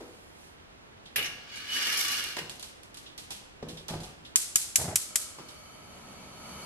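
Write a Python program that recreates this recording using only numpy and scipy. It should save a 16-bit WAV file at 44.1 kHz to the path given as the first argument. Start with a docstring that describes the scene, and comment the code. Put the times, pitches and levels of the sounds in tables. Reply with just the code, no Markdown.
"""Steamer basket and gas burner

A folding steel steamer basket lands on a copper pot in a small kitchen and is pushed down, its leaves scraping.
Steel and pot ring as decaying modes; the scrape is a random train of stick-slip clicks driving resonances.
A knob is pressed and turned with knocks and ticks, and an igniter snaps five times as short noise bursts.
The gas catches in a flutter of puffs, then the burner roars softly and hisses through the tube's resonances."""
import sys
import numpy as np
from scipy import signal
from scipy.fft import rfft, irfft
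from scipy.io import wavfile

SR = 44100
rng = np.random.default_rng(int(sys.argv[2]) if len(sys.argv) > 2 else 0)


def dump(signal):
    """Clip the signal to [-1, 1] and save it as 16-bit WAV at the path in sys.argv[1]."""
    limited = np.clip(np.atleast_2d(signal).T, -1, 1)
    pcm = np.round(limited * 32767).astype(np.int16)
    wavfile.write(sys.argv[1], SR, pcm)


N = 293485
TIME = np.arange(N) / SR

# All spectra are relative densities: the sounds shaped by them are normalised afterwards.
# Flat spectrum: frequency_hz, density_db
WHITE = [(50, 0), (16000, 0)]
# Stereo width of diffuse sound: frequency_hz, side_minus_mid_db
WIDE = [(60, -17), (150, -2.5), (300, 1.5), (600, 2.5), (1200, 4.5), (12000, 8)]
# Stereo width of the room: frequency_hz, side_minus_mid_db
ROOM_WIDTH = [(150, -28), (400, -6.5), (1200, -9), (2400, 4), (5000, 0), (10000, -3.5)]
# Stereo width of the pot and basket: frequency_hz, side_minus_mid_db
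POT_WIDTH = [(150, -24), (400, -3.5), (1200, -7), (3000, 4), (12000, 1)]
# Stereo width of the stove body: frequency_hz, side_minus_mid_db
STOVE_WIDTH = [(60, -23), (300, -27), (600, -10.5), (1200, -6), (3000, 5)]
# Stereo width of the flames: frequency_hz, side_minus_mid_db
FLAME_WIDTH = [(300, -27), (1200, -8.5), (2400, -6), (5000, 6), (12000, 9)]
# Stereo width of sparks and snaps, before each spark's own offset: frequency_hz, side_minus_mid_db
SPARK_WIDTH = [(1000, -12), (5000, -2.5), (8000, -4.5), (14000, -3)]

# Spectrum of the room tone: frequency_hz, density_db
ROOM_TONE_SPECTRUM = [(15, -20.5), (30, -4), (65, -1), (330, -3), (600, -5.5), (1400, -8.5), (3000, -12.5),
                      (6000, -22), (12400, -30.5), (15000, -57)]
ROOM_TONE_DB, ROOM_TONE_PAN_DB = -52.5, -1.4  # pan: left minus right
# Reverberation time of the kitchen: frequency_hz, t60_s
KITCHEN_T60 = [(100, 0.54), (500, 0.6), (2000, 0.66), (5000, 0.64), (9000, 0.47), (15000, 0.28)]

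# A sleeve brushes as the basket is carried over: middle_s, half_length_s, level_db
SLEEVE = [(.08, 0.4, -60.5), (0.45, 0.073, -61)]
# Spectrum of ticks and of the brushing sleeve: frequency_hz, density_db
TICK_SPECTRUM = [(300, -8), (1500, -10), (3000, 4), (6500, 1), (10000, 0), (13000, -5.5), (16000, -62)]
# Ring of small steel parts after a tick: frequency_hz, density_db
TICK_RING_SPECTRUM = [(300, -8), (2200, -10.5), (3400, -1), (5000, -4), (8000, -8.5), (11500, -9),
                      (16000, -66)]
# Light touches of fingers on steel and knob: start_s, level_db, touch_length_s
TICKS = [(1.055, -18.5, 0.16), (1.557, -13.5, 0.087), (2.2407, -11, 0.0078), (2.4958, -11.5, 0.031),
         (2.596, -16.5, 0.032), (2.627, -11.5, 0.052), (2.833, -24.5, 0.024), (2.944, -20, 0.036),
         (2.9716, -16.5, 0.045), (3.06, -16.5, 0.2), (3.1782, -12, 0.059), (3.3059, -8, 0.072),
         (3.6857, -13, 0.1), (3.771, -14.5, 0.13), (3.8827, -8.5, 0.051), (4.003, -18, 0.046),
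         (4.034, -15.5, 0.065), (4.249, -16.5, 0.15), (5.486, -18, 0.071)]
HAND_PAN_DB = -3  # left minus right
# Touches longer than this also lift one rattling resonance, by so many dB per extra second
SOFT_TOUCH_S, RATTLE_HZ, RATTLE_Q, RATTLE_DB_PER_S = 0.084, 3280, 2.5, 196
TOUCH_RISE_SHARE = 0.011  # rise time constant, as a share of the touch's length

# Spectrum of dull knocks: frequency_hz, density_db
KNOCK_SPECTRUM = [(35, -5), (80, -0.5), (160, -2), (240, -6), (340, -6.5), (520, -11.5), (800, -15.5),
                  (1100, -21.5), (1800, -28), (5000, -32.5), (14000, -58.5)]
# Knocks on pot and stove: start_s, level_db, t60_s, tilt_db_per_octave, body_hz, body_lift_db
KNOCKS = [(0.004, -12.5, 0.21, 6.5, 363, 27), (1.159, -10.5, 1, 3.5, 395, -3),
          (2.3665, -7.5, 0.052, 6.5, 613, 12.5), (2.388, -10, 0.032, 8.5, 433, 17.5),
          (2.399, -22, 0.031, 3.5, 590, 13), (2.409, -16, 0.17, -1, 185, 21),
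          (3.303, -20.5, 0.1, 8, 780, 25), (3.626, -8, 0.066, 2, 385, 8), (3.666, -13, 0.21, 0.5, 340, 13),
          (3.733, -20, 0.032, -2, 278, 14), (3.887, -11, 0.25, 5.5, 824, 16),
          (3.904, -9.5, 0.091, 2, 298, 1), (3.935, -7, 0.09, 1.5, 795, 6),
          (3.953, -10, 0.076, -0.5, 330, 7), (3.976, -14.5, .16, 0, 400, -3),
          (5.385, -17, 0.042, 5, 1040, 14), (5.393, -16, 0.16, 4.5, 402, 5.5)]
# Sheet-metal stove top: pitch_hz, t60_s
STOVE_TOP = (162, .33)
# Pushes on the knob that set the stove top humming: start_s, level_db
PUSHES = [(3.63, -42), (3.73, -45), (3.903, -39), (3.932, -40)]

# Spectrum of a spark's crack and rattle: frequency_hz, density_db
SPARK_SPECTRUM = [(150, -19.5), (600, -27), (1200, -18.5), (2800, -8), (4000, -10.5), (5500, -4.5),
                  (7500, 2), (9000, -4.5), (11000, -2), (13000, -10), (16000, -29)]
# Spectrum a spark sends into the room: frequency_hz, density_db
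SPARK_SPREAD = [(150, -45), (600, -23), (1200, -17.5), (2800, -9), (5500, -3), (7500, 2), (11000, 0),
                (13000, -7.5), (15500, -49)]
# Igniter sparks: start_s, level_db, arc_t60_s, width_offset_db
SPARKS = [(4.358, 11, 0.0053, 11.5), (4.5571, 10.5, 0.012, 5.5), (4.7574, 10.5, 0.012, 3.5),
          (4.9572, 8, 0.0094, -6), (5.157, 7, 0.012, -1.5)]
# Separate echoes of a spark off hob and walls: delay_s, level_db
SPARK_ECHOES = [(.0032, -10), (0.0134, -18.5), (.05, -33)]

# Spectrum of a puff of catching gas, before the bass is removed: frequency_hz, density_db
PUFF_SPECTRUM = [(45, -20), (80, 2), (140, 0), (215, -8), (520, -12.5), (620, -6), (850, -10.5),
                 (1150, -20), (2000, -19), (4000, -38), (9000, -60)]
# The flame jumps round the burner in an uneven run of puffs: start_s, level_db
PUFFS = [(4.78, -12.5), (4.794, -8), (4.811, -7), (4.838, -6.5), (4.851, -7.5), (4.878, -5), (4.884, -7.5),
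         (4.908, -9.5), (4.926, -9)]
# Spectrum of the flames' roar: frequency_hz, density_db
FLAME_SPECTRUM = [(24, -34), (40, -16), (70, 2), (112, -8), (136, 2), (218, 0.5), (271, -4), (520, -8),
                  (631, -5.5), (1000, -6), (1270, -12), (1920, -19), (2280, -14.5), (3970, -16.5),
                  (4480, -27), (5440, -19), (11000, -22), (13000, -48)]
# Resonances of the mixing tube, levels relative: centre_hz, width_hz, level_db
TUBE = [(609, 13, -4), (1292, 71, -5.5), (2265, 62, -10), (3037, 55, -10.5), (4360, 79, -11.5),
        (4690, 80, -13.5), (6170, 380, -18.5), (7520, 92, -16.5), (9950, 170, -22), (10760, 130, -14.5),
        (11270, 210, -19)]
# Gas flow, as the mean level of the jet: time_s, level_db
GAS_FLOW = [(4.7, -100), (4.9, -60), (5.4, -54), (6.0, -53.5), (6.65, -48)]
# The roar follows the flow, and builds up while the flames settle on their ports
ROAR_DB, FLAMES_SETTLED_S, ROAR_BUILD_DB_PER_S = 0.8, 5.99, 20

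# Basket and pot ringing together, levels relative: pitch_hz, level_db
BASKET_MODES = [(1147, -11), (1427, -10), (1661, -9), (1788, -10), (1850, -8), (2098, -7), (2209, -6),
                (2405, -7), (2500, -11), (2789, -3), (2835, -6), (2892, -3), (2978, -4), (4358, -13),
                (5135, -12), (5525, -14)]
BASKET_T60_S, BASKET_PAN_DB = 0.36, -0.5  # pan: left minus right
# Spectrum of clashing leaves: frequency_hz, density_db
LEAF_SPECTRUM = [(150, -28), (303, -28), (410, -8), (998, -20), (1630, -5), (2400, -3), (2850, -1.5),
                 (3230, -6.5), (6080, -17.5), (8570, -24), (10200, -19.5), (12600, -29), (15000, -50)]
# Leaves landing on rim, then bottom: start_s, strength_db, tilt_db_per_octave, leaf_hz, leaf_share_db
LANDING = [(1.1591, 1.5, 2, 12500, -2), (1.163, -4.5, 3, 2800, -10), (1.183, -5.5, -1, 3500, -6),
           (1.19, -6.5, -0.5, 2900, -1), (1.212, -7.5, -2, 2400, -2), (1.226, -7, 4, 2880, -4),
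           (1.2441, -8.5, 1, 5640, -5), (1.2569, -7, 2.5, 6140, -5.5), (2.366, -12.5, 5, 1900, -6),
           (2.381, -11, 3, 1880, -2), (2.388, -14.5, 6, 2900, -1)]
CLASH_T60_S, LEAF_Q = 0.13, 12
# A leaf catches and sings: start_s, length_s, pitch_hz, level_db
SQUEALS = [(1.688, 0.08, 2960, -33.5), (1.825, .03, 2900, -39), (2.04, 0.08, 1153, -46),
           (2.09, 0.06, 2870, -39.5)]
SQUEAL_ATTACK_S, SQUEAL_RELEASE_S = 0.003, 0.015  # time constants
# The basket slides down: start_s, end_s
SLIDING_S = (1.22, 2.42)
# How hard the leaves bear on the pot wall, before each layer's own offset: time_s, level_db
SLIDE = [(1.22, -80), (1.26, -62), (1.49, -49), (1.57, -45.5), (1.675, -43.5), (1.75, -30), (1.795, -34),
         (1.9, -32), (1.99, -32), (2.045, -34), (2.115, -34.5), (2.33, -43), (2.42, -52)]
# Spectrum of the sheet's dense modes under the scrape: frequency_hz, density_db
SCRAPE_SPECTRUM = [(80, -30), (230, -17), (600, -10), (950, -14.5), (1200, -3.5), (1800, -5), (2900, 2),
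                   (3800, -1), (5500, -5), (15000, -37)]
SHEET_T60_S = 0.12
# Spectrum of the fine rasp: frequency_hz, density_db
RASP_SPECTRUM = [(2000, -23), (4000, -10.5), (5400, 1.5), (7000, -5), (9000, -8), (11000, -3.5),
                 (13000, -7), (15500, -54)]
# Rasp at the hardest push; it grows faster than the scrape, and as the leaves fold tighter
RASP_DB, RASP_FOLLOWS, RASP_DB_PER_S = -34, 1.62, 7.5
# The leaves give way and rasp harder for a moment: start_s, decay_s, extra_db
GIVE_WAY = (1.972, 0.17, 7.8)
# Broad resonances of the leaves under the scrape, mean levels relative: pitch_hz, level_db
LEAF_BANDS = [(1650, -6), (2210, -1.5), (2420, -6), (2800, -4), (2980, 0.5), (3330, -6.5), (4400, -1.5),
              (5510, -13), (11800, -25)]
BAND_WIDTH = 0.025  # half width, as a share of the pitch
# The bands swell and shift as the contact moves: rate, swell in dB, shift as a share of the pitch
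CONTACT_MOVES_PER_S, BAND_SWELL_DB, BAND_SHIFT = 22, 3.5, 0.035
# Chatter against the scrape at its hardest, and how much faster it grows
CHATTER_DB, CHATTER_FOLLOWS = -5.5, 1.4

CUTOFF_HZ = 16000


def from_db(db):
    """Level: decibels express a logarithmic amplitude ratio, here turned to gain."""
    return 10 ** (np.asarray(db) / 20)


def rms_one(x):
    """Mean power: scale a signal to rms 1."""
    return x / np.sqrt(np.mean(x ** 2) + 1e-20)


def energy_one(x):
    """Impulse energy: scale a response to energy 1 a channel on average."""
    return rms_one(x) / np.sqrt(x.shape[-1])


def in_time(rows):
    """Level history: interpolate dB over time, at -120 dB before the first point."""
    return np.interp(TIME, *np.transpose(rows), left=-120)


def at_hz(points, hz):
    """Logarithmic frequency: interpolate a table along a log-frequency axis."""
    table_hz, values = np.array(points).T
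    return np.interp(np.log(hz + 1), np.log(table_hz), values)


def fade(t60):
    """Exponential decay: one second of a level falling 60 dB in t60 seconds."""
    return np.exp(-np.log(1000) * TIME[:SR] / t60)


def swell(rise_s):
    """Exponential approach: one second of a rise to 1 with time constant rise_s."""
    return 1 - np.exp(-TIME[:SR] / rise_s)


def pan(db):
    """Interaural level difference: left and right gains, left minus right in dB."""
    return from_db(db * np.array([[0.5], [-0.5]]))


def add(out, s, sound):
    """Superposition: mix a sound in at time s."""
    start = max(round(s * SR), 0)
    out[..., start:start + sound.shape[-1]] += sound[..., :N - start]


def through(x, response):
    """Linear response: convolve a sound with an impulse response."""
    return signal.fftconvolve(np.atleast_2d(x), response, axes=-1)[:, :N]


def peak(x, hz, q):
    """Simple resonance: keep the band around hz, with quality factor q."""
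    return signal.lfilter(*signal.iirpeak(hz, q, fs=SR), x + 1e-18)


def drift(rate, size=N):
    """Random fluctuation: noise through a double low-pass at rate Hz, with spread 1."""
    step, run_in = 8, 4000  # computed at every eighth sample, after the filter has settled
    r = np.exp(-2 * np.pi * rate * step / SR)
    white = rng.standard_normal(size // step + run_in + 2)
    slow = signal.lfilter([1], [1, -2 * r, r * r], white)[run_in:]
    return np.interp(np.arange(size) / step, np.arange(len(slow)), rms_one(slow))


def noise(spectrum, width, size, tilt_db=0, wider_db=0):
    """Partial coherence: coloured noise from independent mid and side signals; rms 1."""
    hz = np.fft.rfftfreq(size, 1 / SR)
    mid, side = rfft(rng.standard_normal((2, size)))
    spread = from_db(at_hz(width, hz) + wider_db)
    colour = from_db(at_hz(spectrum, hz) + tilt_db * np.log2(1 + hz))
    left_right = (mid + spread * side * [[1], [-1]]) / np.hypot(1, spread)
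    return rms_one(irfft(colour * left_right, size))


def burst(spectrum, width, t60, tilt_db=0, wider_db=0, rise_s=0.0011):
    """Modal overlap: a struck cluster of dense modes as decaying noise; soft contacts rise slowly; energy 1."""
    modes = noise(spectrum, width, SR, tilt_db, wider_db)
    return energy_one(modes * fade(t60) * swell(rise_s))


def smooth_clicks(rows, spectrum):
    """Radiated power: clicks summed over all directions have an even spectrum, without one path's notches."""
    clicks = np.zeros(N)
    for s, db, *rest in rows:
        clicks[round(s * SR)] = from_db(db)
    colour = rms_one(from_db(at_hz(spectrum, np.fft.rfftfreq(N, 1 / SR))))
    return irfft(rfft(clicks) * colour, N)


def room_tone():
    """Stationary background: steady coloured noise gives the kitchen's quiet hum."""
    return from_db(ROOM_TONE_DB) * noise(ROOM_TONE_SPECTRUM, WIDE, N) * pan(ROOM_TONE_PAN_DB)


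def kitchen(build_s=0.018, uneven_db=2.5, blend_s=0.15):
    """Reverberation: reflections start in uneven clumps, blend, and die band by band."""
    white, hz = rfft(noise(WHITE, ROOM_WIDTH, SR)), np.fft.rfftfreq(SR, 1 / SR)
    centres = np.geomspace(100, 15000, 8)
    tail = 0
    for centre, row in zip(centres, np.eye(len(centres))):
        share = np.interp(np.log(hz + 1), np.log(centres), row)  # overlapping bands that sum to 1
        tail = tail + irfft(white * share, SR) * fade(at_hz(KITCHEN_T60, centre))
    clumps = from_db(uneven_db * drift(400, SR) * np.exp(-TIME[:SR] / blend_s))
    return energy_one(tail * swell(build_s) * clumps)


def sleeve():
    """Friction noise: a brushing sleeve gives noise under bell-shaped swells."""
    brushing = sum(from_db(db) * np.exp(-((TIME - s) / half_s) ** 2) for s, half_s, db in SLEEVE)
    return brushing * noise(TICK_SPECTRUM, WIDE, N, tilt_db=3.5)


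def rattle_lift_db(touch_s):
    """Contact duration: a touch past the soft limit lifts the rattle in proportion to the excess."""
    return RATTLE_DB_PER_S * max(touch_s - SOFT_TOUCH_S, 0)


def ticks(softening_db_per_s=170):
    """Contact stiffness: a tick is a snap and a short ring; longer touches snap less, the longest rattle."""
    out = np.zeros((2, N))
    for s, db, touch_s in TICKS:
        snap = burst(TICK_SPECTRUM, SPARK_WIDTH, t60=0.005, tilt_db=1.5, rise_s=0.0001)
        ring = burst(TICK_RING_SPECTRUM, WIDE, t60=touch_s + 0.1, rise_s=TOUCH_RISE_SHARE * touch_s)
        rattle = (from_db(rattle_lift_db(touch_s)) - 1) * peak(ring, RATTLE_HZ, RATTLE_Q)
        softened_snap = from_db(-softening_db_per_s * touch_s) * snap
        add(out, s, from_db(db) * (softened_snap + energy_one(ring + rattle)))
    return out


def handling(body_q=1.8):
    """Impact excitation: seating basket and turning knob knock on bodies; pushes make the stove top hum."""
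    out = np.zeros((2, N))
    for s, db, t60, tilt_db, body_hz, lift_db in KNOCKS:
        knock = burst(KNOCK_SPECTRUM, STOVE_WIDTH, t60, tilt_db)
        body = (from_db(lift_db) - 1) * peak(knock, body_hz, body_q)
        add(out, s, from_db(db) * energy_one(knock + body))
    hum_hz, hum_t60 = STOVE_TOP
    envelope = fade(hum_t60) - fade(0.022)  # the faster decay makes a soft onset
    for s, db in PUSHES:
        add(out, s, from_db(db) * np.sin(2 * np.pi * hum_hz * (s + TIME[:SR])) * envelope)
    return out


def igniter(rattle_db=-0.5, uneven_db=-0.5):
    """Impulsive source: a spark cracks, rattles unevenly between hob and pot, and returns as discrete echoes."""
    out = np.zeros((2, N))
    for s, db, arc_s, wider_db in SPARKS:
        crack = burst(SPARK_SPECTRUM, SPARK_WIDTH, arc_s, wider_db=wider_db, rise_s=0.00063)
        rattle = burst(SPARK_SPECTRUM, SPARK_WIDTH, t60=0.05, wider_db=wider_db)
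        rattle = energy_one(rattle * from_db(uneven_db * drift(500, SR)))
        add(out, s, from_db(db) * energy_one(crack + from_db(rattle_db) * rattle))
        for delay_s, echo_db in SPARK_ECHOES:
            echo = burst(SPARK_SPREAD, ROOM_WIDTH, t60=0.008, rise_s=0.0003)
            add(out, s + delay_s, from_db(db + echo_db) * echo)
    return out


def ignition():
    """Combustion pulses: catching gas gives a quick run of soft noise puffs, with no deep bass."""
    out = np.zeros((2, N))
    for s, db in PUFFS:
        add(out, s, from_db(db) * burst(PUFF_SPECTRUM, STOVE_WIDTH, t60=0.14))
    return signal.sosfilt(signal.butter(5, 58, "high", fs=SR, output="sos"), out + 1e-18)


def burner():
    """Turbulent flow: flames roar softly while jet noise hisses through the mixing tube's resonances."""
    jet_db = in_time(GAS_FLOW)
    roar_db = jet_db + ROAR_DB - ROAR_BUILD_DB_PER_S * np.maximum(FLAMES_SETTLED_S - TIME, 0)
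    roar = from_db(roar_db + 0.77 * drift(rate=12)) * noise(FLAME_SPECTRUM, FLAME_WIDTH, N)
    hz = np.fft.rfftfreq(N, 1 / SR)
    tube_power = sum(from_db(db) ** 2 / (1 + (2 * (hz - centre) / width) ** 2) for centre, width, db in TUBE)
    turbulence = noise(WHITE, FLAME_WIDTH, N, tilt_db=1.5)
    jet = rms_one(irfft(np.sqrt(tube_power) * rfft(turbulence), N))
    return roar + from_db(jet_db + 2.2 * drift(rate=2)) * jet


def basket_ring():
    """Modal superposition: decaying sines, each reaching each ear with a phase of its own; energy 1."""
    phases = rng.uniform(0, 2 * np.pi, (len(BASKET_MODES), 2, 1))
    modes = 0
    for (hz, db), phase in zip(BASKET_MODES, phases):
        modes = modes + from_db(db) * np.sin(2 * np.pi * hz * TIME[:SR] + phase)
    return energy_one(modes * fade(BASKET_T60_S))


def landing():
    """Impact excitation: each touch clashes all the leaves and makes the struck one ring above the rest."""
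    out = np.zeros((2, N))
    for s, db, tilt_db, leaf_hz, leaf_db in LANDING:
        clash = burst(LEAF_SPECTRUM, POT_WIDTH, CLASH_T60_S, tilt_db, rise_s=0.00032)
        leaf = from_db(leaf_db) * energy_one(peak(clash, leaf_hz, LEAF_Q))
        add(out, s, from_db(db) * (clash + leaf + from_db(-5.0) * basket_ring()))
    return out


def squeals(waver=0.011, rough_db=4.0):
    """Mode locking: friction locks on to single modes, which sing unsteadily; waver is a share of the pitch."""
    out, t = np.zeros((2, N)), TIME[:SR]
    wander = np.cumsum(waver * drift(rate=93.0)) / SR
    for s, length_s, hz, db in SQUEALS:
        envelope = swell(SQUEAL_ATTACK_S) * np.exp(-np.maximum(t - length_s, 0) / SQUEAL_RELEASE_S)
        phase = 2 * np.pi * hz * (t + wander[round(s * SR):][:SR])
        ear_phases = np.array([[0], [1]])  # radians
        add(out, s, from_db(db) * envelope * np.sin(phase + ear_phases))
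    return out * from_db(rough_db * drift(rate=170))


def slips(per_s, spread_db):
    """Stick-slip: a dense random train of uneven clicks of either sign; rms 1."""
    sizes = from_db(spread_db * np.minimum(rng.exponential(1, N), 4)) * rng.choice([-1, 1], N)
    return rms_one(sizes * (rng.random(N) < per_s / SR))


def leaf_bands():
    """Driven resonance: friction feeds broad bands, each swelling and shifting alone; rms 1 while sliding."""
    out, (start, end) = np.zeros((2, N)), SLIDING_S
    size, bands = round((end - start) * SR), 0
    for hz, db in LEAF_BANDS:
        width_hz = BAND_WIDTH * hz
        shifting_hz = hz * (1 + BAND_SHIFT * drift(CONTACT_MOVES_PER_S, size))
        phase = 2 * np.pi * np.cumsum(shifting_hz) / SR
        # slow noise on cosine and sine makes a narrow noise band, independent at each ear
        ears = [drift(width_hz, size) * np.cos(phase) + drift(width_hz, size) * np.sin(phase) for ear in range(2)]
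        bands = bands + from_db(db + BAND_SWELL_DB * drift(CONTACT_MOVES_PER_S, size)) * np.array(ears)
    add(out, start, rms_one(bands))
    return out


def chatter(count=300, t60=0.12, spread_db=4.0, low_hz=1400, high_hz=7000):
    """Catch and release: leaf edges let go, each with a short ring at its own pitch; rms 1 while sliding."""
    out, (start, end) = np.zeros((2, N)), SLIDING_S
    size = SR // 6
    decay = fade(t60)[:size]
    for when, pitch, grip, left, right in rng.random((count, 5)):
        hz = low_hz * (high_hz / low_hz) ** pitch
        phase = 2 * np.pi * (hz * TIME[:size] + np.array([[left], [right]]))
        gain = from_db(-spread_db * np.log(grip + 0.062))
        add(out, start + (end - start) * when, gain * np.sin(phase) * decay)
    return rms_one(out) * np.sqrt((end - start) * SR / N)


def basket(judder_db=-1.0, judder_hz=70):
    """Stick-slip excitation: the leaves fold and scrape down the inside of the pot, juddering as they go."""
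    scrape_db = np.where(TIME < SLIDING_S[1], in_time(SLIDE), -120)
    hardest_db = scrape_db.max()
    push_db = scrape_db - hardest_db
    folded_s = np.clip(TIME, *SLIDING_S) - TIME[scrape_db.argmax()]  # from the hardest push
    rasp_db = RASP_DB + RASP_FOLLOWS * push_db + RASP_DB_PER_S * folded_s
    give_s, decay_s, give_db = GIVE_WAY
    rasp_db = rasp_db + give_db * (TIME > give_s) * np.exp(-np.abs(TIME - give_s) / decay_s)
    force = slips(per_s=700, spread_db=2.5)
    # the contact keeps moving, so every slip wakes another set of short-lived modes
    slip_envelope = np.sqrt(np.abs(through(force ** 2, fade(0.033)[None])))
    grains = rms_one(slip_envelope * from_db(judder_db * drift(judder_hz)))
    out = grains * from_db(scrape_db - 5.0) * leaf_bands()
    # the slips also strike the dense modes of the perforated sheet
    out += through(force * from_db(scrape_db - 1.5), burst(SCRAPE_SPECTRUM, POT_WIDTH, SHEET_T60_S))
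    out += grains * from_db(rasp_db) * noise(RASP_SPECTRUM, POT_WIDTH, N)
    out += from_db(hardest_db + CHATTER_DB + CHATTER_FOLLOWS * push_db) * chatter()
    return out + through(force * from_db(scrape_db - 4.5), basket_ring())


def scene():
    """Superposition: direct sounds, and a reverberant field fed by steel, knocks, puffs, sparks and ticks."""
    steel = (landing() + basket() + squeals()) * pan(BASKET_PAN_DB)
    knocks, puffs = handling(), ignition()
    to_room = (from_db(-10.0) * steel + from_db(-5.0) * knocks + from_db(-22) * puffs)[0]
    # touches past the soft limit sound fainter in the room
    room_ticks = [(s, db - rattle_lift_db(touch_s)) for s, db, touch_s in TICKS]
    to_room = to_room + from_db(-7.5) * smooth_clicks(SPARKS, SPARK_SPREAD)
    to_room = to_room + from_db(-4.0) * smooth_clicks(room_ticks, TICK_SPECTRUM)
    hands = (sleeve() + ticks()) * pan(HAND_PAN_DB)
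    direct = steel + knocks + puffs + hands + igniter() + burner()
    return direct + through(to_room, kitchen()) + room_tone()


def record(dry):
    """Overload and band limit: peaks beyond full scale are clipped, then the top is cut."""
    top_cut = signal.cheby2(14, 70, CUTOFF_HZ + 600, fs=SR, output="sos")
    return signal.sosfilt(top_cut, np.clip(dry, -1, 1))


dry = scene()
out = record(dry)
dump(out)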